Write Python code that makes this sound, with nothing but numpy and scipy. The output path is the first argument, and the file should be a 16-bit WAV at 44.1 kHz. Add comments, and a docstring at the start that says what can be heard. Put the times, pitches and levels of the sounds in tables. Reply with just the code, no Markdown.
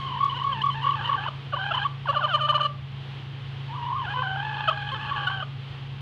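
"""A hen in a wooden nest box protests: a whine, a squawk, a cackle, and a coo that sinks into a long moan.
Each call is a slow drone of a buzzing syrinx, heard through the resonances of throat and beak.
From it her voice flutters or leaps up onto a sharp resonance, or drops into loud, low clucks.
Wood shavings tick in the nest as short noise bursts, and the box adds scatter and a faint ring.
A fan hums and hisses in the coop: unsteady tones over coloured noise."""
import sys
import numpy as np
from scipy import signal
from scipy.fft import rfft, irfft, next_fast_len
from scipy.io import wavfile
from scipy.ndimage import map_coordinates

SR = 44100
rng = np.random.default_rng(int(sys.argv[2]) if len(sys.argv) > 2 else 0)


def int16_out(signal):
    """Quantize to a 16-bit WAV file."""
    q = np.round(np.clip(np.atleast_2d(signal).T, -1, 1) * 32767)
    wavfile.write(sys.argv[1], SR, q.astype(np.int16))


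N = 265041
TIME = np.arange(N) / SR

FLICK_GAP_S = .0245  # period of the flicks in a flutter and of the quaver
SWITCH_S = 0.0054  # the time a change of register takes


def hen():
    """Source and filter: the syrinx sounds through the throat, so a note on a resonance rings out loudly."""
    pitch, effort, bright_db, rasp_db = gestures()
    return filtered(effort * syrinx(pitch, bright_db, rasp_db), throat)


def gestures(release_s=0.0075, overhang_s=0.0064, edge_dull_db=-14):
    """Motor control: slow drones carry the pitch, effort, brightness and rasp that quick gestures then pull."""
    # the drone under each call:
    # time_s, pitch_hz, effort_db, brightness_db_per_octave of overtone, rasp_db (relative)
    whine = [(0, 1105, -30.5, 3, -11), (.14, 980, -18.5, -9, -21), (.39, 970, -20.5, -2.5, -19),
             (.58, 890, -18.5, -5, -24.5), (.79, 895, -19.5, -5, -29), (.93, 930, -18.5, 1, -15),
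             (1, 840, -22, -8, -0.5), (1.06, 950, -21, 0, -2.5), (1.19, 820, -17.5, -8.5, -11),
             (1.288, 870, -22.5, -5, 2.5)]
    squawk = [(1.527, 703, -31, -2.5, -23.5), (1.59, 762, -15.5, -8.5, -1), (1.636, 797, -16, -3, -29.5),
              (1.691, 815.6, -16, -5, -18), (1.76, 813.4, -16, -6, -3), (1.828, 803, -17.5, -2, -12),
              (1.869, 965, -17, -8.5, -6.5)]
    cackle = [(2.061, 670, -23.5, -3, -14.5), (2.668, 646.8, -20, -6, -4.5)]
    coo = [(3.69, 900, -27.5, -16, -26), (3.742, 985.3, -19, -16, -17), (3.862, 946.8, -18, -11, -22),
           (3.92, 969.7, -13.5, -22, -32.5), (3.968, 1100, -23.5, -6, -30), (4.02, 1018, -17.5, -10.5, -19)]
    moan = [(4.07, 764.4, -18.5, -3, -22.5), (4.108, 828.6, -20.5, -3.5, -5.5),
            (4.262, 760, -14.5, -7, -38), (4.36, 784, -13, -10, -23), (4.44, 854.4, -18.5, -6, -16.5),
            (4.6, 839, -18, -4.5, -7.5), (4.841, 809.7, -21.5, -3, -24), (5.02, 853, -22.5, -1.5, -6.5),
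            (5.169, 832.2, -20, -3, -1), (5.435, 748.4, -19.5, -6, -11)]
    calls = [whine, squawk, cackle, [*coo, *moan]]
    drone = np.array(curves(np.vstack(calls)))
    pitch, effort_db, bright_db, rasp_db = cluck(leap(flutter(quaver(drone))))

    # each call starts and ends as a soft, nearly pure tone
    sounding = np.zeros(N)
    for call in calls:
        start, end = call[0][0], call[-1][0]
        inside = np.minimum(TIME - start, end - TIME) + overhang_s
        sounding += np.clip(inside / release_s, 0, 1)
    edge_db = edge_dull_db * (1 - sounding)
    return pitch, amp(effort_db) * np.sqrt(sounding), bright_db + edge_db / 2, rasp_db + edge_db


def quaver(voice, uneven=.25, bright_db_swing=-0.26):
    """Frequency modulation: an uneven tremor of pitch, with a slight dulling on each upswing."""
    # depth of the tremor on the drone: pitch_hz, share_of_pitch
    depths = [(780, 0.011), (900, 0.019), (1000, .028), (1100, .01)]
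    pitch, effort_db, bright_db, rasp_db = voice
    beats = np.cumsum(1 + uneven * wobble(30)) / (FLICK_GAP_S * SR)
    swing = np.sin(2 * np.pi * beats)
    trembling = pitch * (1 + along(depths, pitch) * swing)
    return np.array([trembling, effort_db, bright_db + bright_db_swing * swing, rasp_db])


def flutter(voice):
    """Periodic register switching: a bout lifts the drone and flicks it up at a steady rate."""
    # bouts of flicks into the high register: start_s, flicks, pitch_hz, effort_db (before the swell),
    # fade_db per flick away from the second, kept (share of the lift held between flicks)
    bouts = [(.212, 4, 1118, -12.5, 3.5, .8), (0.449, 4, 1116, -14, 4.5, 1), (.644, 3, 1137, -13, 2, 0.85),
             (.849, 5, 1125, -12.5, 2.5, .2), (1.099, 3, 1130, -16.5, -0.5, .05),
             (1.751, 2, 1033, -12.5, -1, 0.19), (5.12, 2, 1122, -22, -2.5, .05)]
    margin_s, edge_s, below_hz, dip_db = .014, 0.025, 25, 12  # the lift between flicks
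    half_s, swell_db, bright_db, clear_db = .0078, 4.5, -5, 5  # each flick; clear_db is taken off the rasp
    for s, flicks, hz, db, fade_db, kept in bouts:
        times = s + FLICK_GAP_S * np.arange(round(flicks))
        beat = (TIME - s) / FLICK_GAP_S
        bout_db = db - fade_db * np.abs(beat - 1)
        effort_db = bout_db + swell_db * (np.cos(2 * np.pi * beat) - .5) / 2
        lift = min(kept, 1) * gate(s - margin_s, times[-1] + margin_s, edge_s)
        voice = steer(voice, lift, hz - below_hz, db - dip_db)
        flicking = sum(gate(t - half_s, t + half_s, SWITCH_S) for t in times)
        voice = steer(voice, np.minimum(flicking, 1), hz, effort_db, bright_db, voice[3] - clear_db)
    return voice


def leap(voice, clear_db=1.5):
    """Register jump: the voice goes to the high register, holds with less rasp and falls back."""
    # single leaps: start_s, length_s, pitch_hz, effort_db, brightness_db_per_octave
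    leaps = [(0.322, 0.016, 1103, -22.5, -10.5), (.35, .026, 1040, -23.5, 0.5),
             (0.416, 0.009, 1097, -16.5, -9), (.52, 0.015, 1043, -18.5, -1.5),
             (.616, 0.0105, 1017, -21, 3.5), (.714, .03, 1042, -29, 3), (.818, 0.02007, 986, -22, -0.5),
             (1.849, 0.018, 1148, -17, -3.5), (3.754, 0.013, 1178, -30.5, -1),
             (3.962, 0.01221, 1196, -23, -11), (4.139, 0.088, 1014, -15, -9), (4.711, .009, 1200, -18, -3),
             (4.916, .03, 1071, -22.5, 0.5), (5.302, 0.0074, 1119, -22, 0.5)]
    for s, length, hz, db, bright_db in leaps:
        voice = steer(voice, gate(s, s + length, SWITCH_S), hz, db, bright_db, voice[3] - clear_db)
    return voice


def cluck(voice, rasp_db=-21.5, swell_db=2.5):
    """Register break: the voice drops low, at times from a falling squeak, and glides to a held note."""
    # clucks: start_s of the held note, hold_s, pitch_hz, effort_db (before the swell),
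    # brightness_db_per_octave, glide_s before the note, squeak_s before the glide
    clucks = [(0.99, .01, 817, -19, -3.5, 0.0032, 0.00031),
              (1.18, 0.01606, 788, -14.5, -7.5, 0.0031, 0.0013), (1.285, .008, 595, -17, -2.5, .014, 0.01),
              (1.536, .015, 575, -14.5, -5, 0.012, 0), (1.595, 0.015, 771, -17, -4, 0.011, .017),
              (1.711, .013, 680, -8.5, -5, .004, 0.00077), (2.09, .022, 564, -12.5, -3.5, 0.02, 0.014),
              (2.162, 0.021, 588, -13.5, -3.5, 0.02, 0.012), (2.238, .022, 603.5, -13, -3.5, 0.032, 0.018),
              (2.341, .024, 599.6, -13.5, -1.5, .061, 0.02),
              (2.409, .026, 608.5, -18.5, -1.5, 0.025, 0.019), (2.433, .035, 594.8, -16.5, -3, .001, 0),
              (2.492, 0.02326, 595.7, -14.5, -1, 0.0059, 0.0054),
              (2.547, 0.02363, 586.4, -13.5, -1.5, 0.0074, .016),
              (2.608, .015, 594.5, -16.5, -1, 0.012, .017), (2.63, 0.024, 595, -22, -0.5, 0.003, 0.0013),
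              (2.649, 0.0195, 583.5, -15.5, -1.5, 0.0013, 0), (4.071, 0.01606, 717, -14, -9, .009, 0),
              (4.682, .019, 639.6, -6.5, -3, .006, 0), (5.273, 0.013, 733.4, -19, 1, .01, 0.0023),
              (5.426, 0.0083, 616, -17.5, -4, 0.0037, 0)]
    # the glide starts softer and duller than the held note
    glide_from_hz, glide_bend, glide_soft_db, glide_dull_db = 795, .7, 2, 2.5
    # every squeak falls at the same speed to the pitch where the voice breaks
    squeak_end_hz, squeak_fall_hz_per_s, squeak_db, squeak_bright_db = 930, 10000, -17.5, -8.5
    for s, hold, hz, db, bright_db, glide, squeak in clucks:
        drop = s - glide
        if squeak > 0:
            squeak_hz = squeak_end_hz + squeak_fall_hz_per_s * (drop - TIME)
            squeaking = gate(drop - squeak, drop + SWITCH_S, SWITCH_S)
            voice = steer(voice, squeaking, squeak_hz, squeak_db, squeak_bright_db, rasp_db)
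        left = np.clip((s - TIME) / glide, 0, 1) ** glide_bend  # share of the glide still to go
        arch = .5 - np.clip(2 * (TIME - s) / hold - 1, -1, 1) ** 2  # the held note swells and fades
        pitch = hz + left * (glide_from_hz - hz)
        effort_db = db + arch * swell_db - left * glide_soft_db
        low = gate(drop, s + hold, SWITCH_S)
        voice = steer(voice, low, pitch, effort_db, bright_db - left * glide_dull_db, rasp_db)
    return voice


def steer(voice, share, *goal):
    """Linear blending: pull pitch, effort, brightness and rasp a share of the way to a goal."""
    pulled, on = voice.copy(), np.flatnonzero(share)
    for control, value in zip(pulled, goal):
        control[on] += share[on] * (np.broadcast_to(value, N)[on] - control[on])
    return pulled


def syrinx(pitch, bright_db, rasp_db, jitter=0.00893, shimmer_db=3.0, hoarse_db=1.93, blur=0.33,
           noise_db=6, halfway_db=-2, snap_db=7, third_db=-8, locked=.55, count=25):
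    """Self-oscillation: a buzzing membrane gives overtones, period doubling, a second tone and puffs of air."""
    # every second cycle weakens, adding lines halfway between the overtones: time_s, half_length_s, level_db
    doublings = [(0.366, 0.011, -6), (0.513, 0.023, -8.5), (0.865, 0.031, -13.5), (1.098, 0.013, -7),
                 (1.758, 0.021, -16), (4.193, 0.028, -8), (4.942, 0.026, -1.5)]
    # the other side of the syrinx sounds on its own: time_s, pitch_hz, level_db (relative to the main tone)
    second_tone = [(4.75, 1141, -60), (4.88, 1157, -24.5), (5.05, 1115, -24), (5.18, 1146, -18),
                   (5.26, 1137, -13), (5.36, 1135, -30)]
    loose = np.clip((pitch - 520) / 260, 0, 1)  # the low register is the steadier one
    loose = loose * (1 - locked * np.clip((pitch - 1030) / 80, 0, 1))  # so is a note locked onto the resonance

    # the pitch trembles most in mid range and steadies where it locks onto the main resonance
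    waver = np.interp(pitch, [740, 830, 980, 1090], [.016, .024, .032, .013]) * wobble(130)
    unsteady_hz = pitch * (1 + loose * (waver + jitter * wobble(600)))
    phase = 2 * np.pi * np.cumsum(unsteady_hz) / SR

    # at low pitch the membrane is open for a third of each cycle, which weakens every third overtone
    hollow_db = third_db * np.clip((800 - pitch) / 70, 0, 1)
    tone = np.zeros(N)
    for k in range(1, count + 1):
        octaves = np.log2(k)
        # a loose membrane closes unevenly, so its overtones flicker; in the low register it snaps shut
        flicker_db = hoarse_db * min(octaves, 2) * loose * wobble(150)
        closure_db = snap_db * (1 - loose) * np.clip(octaves - 2, 0, 2)
        open_db = hollow_db * (k % 3 == 0)
        slip = blur * (k - 1) * loose * wobble(400)
        level = amp(bright_db * octaves + flicker_db + closure_db + open_db)
        tone += level * np.sin(k * phase + k * k + slip)

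    doubling = sum(amp(db) * bump(s, half, half) for s, half, db in doublings)
    halfway = sum(amp(halfway_db * k) * np.sin((k + .5) * phase + k * k) for k in range(4))
    tone = tone + doubling * halfway

    second_hz, second_db = curves(second_tone)
    second = amp(second_db) * np.sin(2 * np.pi * np.cumsum(second_hz) / SR)
    # the two sides share one air stream, so the second modulates the first
    tone = tone * (1 + 2 * second * np.sin(phase)) + second

    puffs = amp(rasp_db + noise_db) * (1 + 0.32 * np.cos(phase)) * rng.standard_normal(N)
    return tone * amp(shimmer_db * loose * wobble(260)) + puffs


def throat(hz, notch_hz=2000, notch_width=130, notch_db=-3):
    """Resonance: throat and beak favour bands of frequency, with a valley above the main ones."""
    # resonances of throat and beak: centre_hz, half_width_hz, level_db
    resonances = [(557, 87, -15.5), (895, 120, -16), (1168.5, 97.4, -0.5), (1475, 216, -7),
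                  (2790, 320, -17), (3035, 193, -7.5), (3550, 430, -35.5), (4170, 250, -28),
                  (5250, 170, -44), (6730, 140, -47), (8430, 220, -56), (9500, 240, -62),
                  (12500, 2500, -78)]
    power = 0
    for centre, width, db in resonances:
        power = power + (amp(db) / (1 + ((hz - centre) / width) ** 2)) ** 2
    return np.sqrt(power) * amp(notch_db * np.exp(-((hz - notch_hz) / notch_width) ** 2))


def bedding(length_s=0.0045):
    """Impulsive noise: dry shavings give way with tiny ticks that start fast and die away more slowly."""
    # ticks of the wood shavings in the nest: time_s, envelope_peak_db
    shavings = [(0.247, -43.5), (.437, -50.5), (0.659, -45.5), (1.752, -44), (4.82, -53)]
    ticks = sum(amp(db) * bump(s, length_s / 4, length_s) for s, db in shavings)
    return ticks * noise([(400, -19), (1200, 2.0), (3300, 9), (6000, -4.5), (15000, -32.5)])


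def nest_box(x, wet_db=-20, scatter_db=-9, scatter_t60_s=0.078, scatter_hz=2000):
    """Reverberation: close plywood walls scatter the overtones and add a short, faint ring."""
    # decay of the ring: frequency_hz, t60_s
    decay = [(200, 0.11), (700, 0.45), (1150, 0.31), (1700, 0.17), (4000, 0.1), (10000, 0.027)]
    hz, t, z = signal.stft(rng.standard_normal((2, SR // 2)), SR, nperseg=256)
    ring = z[0] * amp(-60 * t / along(decay, hz)[:, None])
    scatter = z[1] * amp(-60 * t / scatter_t60_s) * (hz > scatter_hz)[:, None]
    tails = signal.istft(np.array([ring, scatter]), SR, nperseg=256)[1]
    ring, scatter = [tail / np.linalg.norm(tail) for tail in tails]
    echoes = amp(wet_db) * ring + amp(scatter_db) * scatter
    return x + signal.fftconvolve(x, echoes)[:N]


def fan(rumble_db=-46, drift=0.15):
    """Rotation and turbulence: slightly unsteady shaft tones over rumble and rushing air."""
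    # fan tones, then its faint upper tones: frequency_hz, rms_db (before the unsteadiness), unsteadiness_db
    hum = [(82.8, -59.5, -2), (109.4, -45.5, -0.5), (136.54, -37, 1), (195.6, -61, 5.5), (267.3, -71.5, 6)]
    whirr = [(819, -67, 3), (1092, -64, 2)]
    # noise spectra: frequency_hz, density_db (relative, per Hz)
    rumble = [(30, -5.5), (60, 11), (100, 17.5), (125, 20), (160, 8), (220, 6), (300, -45)]
    air = [(150, -22), (240, 2.5), (480, 1.5), (600, -6), (780, 0.5), (1400, -2), (2300, -3), (3150, 2.5),
           (3700, -5), (4500, -12), (5500, -23), (7500, -33.5), (10000, -41), (15000, -46)]
    # the hiss sinks briefly: time_s, rms_db (before the random swell)
    air_level = [(0, -44), (2.6, -48), (2.74, -49.5), (2.98, -46.5), (4.1, -45.5), (6, -47)]
    tones = np.zeros(N)
    for hz, db, unsteady_db in [*hum, *whirr]:
        level = amp(db + unsteady_db * wobble(5.4)) * np.sqrt(2)
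        tones += level * np.sin(2 * np.pi * hz * TIME + drift * unsteady_db * wobble(5))
    air_db, = curves(air_level)
    swell_db = .6 * wobble(7)
    return tones + amp(rumble_db) * noise(rumble) + amp(air_db + swell_db) * noise(air)


def amp(db):
    """Logarithmic level: decibels to gain."""
    return 10 ** (np.asarray(db) / 20)


def unit(x):
    """Normalization: scale to rms 1."""
    return x / np.sqrt(np.mean(x ** 2) + 1e-20)


def along(points, hz):
    """Logarithmic frequency: read (Hz, value) points on a log axis."""
    f, v = np.transpose(points)
    return np.interp(np.log(hz + 1), np.log(f + 1), v)


def curves(rows):
    """Linear interpolation: one value per sample for each column after the time."""
    s, *cols = np.transpose(rows)
    return [np.interp(TIME, s, c) for c in cols]


def wobble(rate, points_per_knot=8):
    """Band-limited fluctuation: a smooth random curve with rate knots a second."""
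    knots = rng.standard_normal(N // 32)
    grid = np.arange(0, TIME[-1] * rate + 1, 1 / points_per_knot)
    return np.interp(TIME * rate, grid, map_coordinates(knots, [grid]))


def bump(s, rise, fall):
    """Gaussian envelope: a bell of height 1 at time s, with its own rise and fall."""
    bell = np.zeros(N)
    near = slice(*np.searchsorted(TIME, [s - 4 * rise, s + 4 * fall]))
    t = TIME[near] - s
    bell[near] = np.exp(-(t / np.where(t < 0, rise, fall)) ** 2)
    return bell


def gate(start, end, edge):
    """Trapezoid envelope: 1 from start to end, with ramps of edge seconds."""
    return np.clip(np.minimum(TIME - start, end - TIME) / edge + .5, 0, 1)


def filtered(x, response):
    """Linear filtering: multiply the spectrum of x by a response of frequency."""
    m = next_fast_len(N + SR // 2)
    return irfft(rfft(x, m) * response(np.fft.rfftfreq(m, 1 / SR)), m)[:N]


def noise(spectrum):
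    """Spectral shaping: coloured noise of rms 1."""
    return unit(filtered(rng.standard_normal(N), lambda hz: amp(along(spectrum, hz))))


def scene():
    """Superposition: the hen and her bedding in the box, the fan behind."""
    return (nest_box(hen() + bedding()) + fan())[None]


def record(dry, top_hz=15300):
    """Band limiting: nothing passes at or above the top frequency."""
    return filtered(dry[0], lambda hz: hz < top_hz)[None]


dry = scene()
out = record(dry)
int16_out(out)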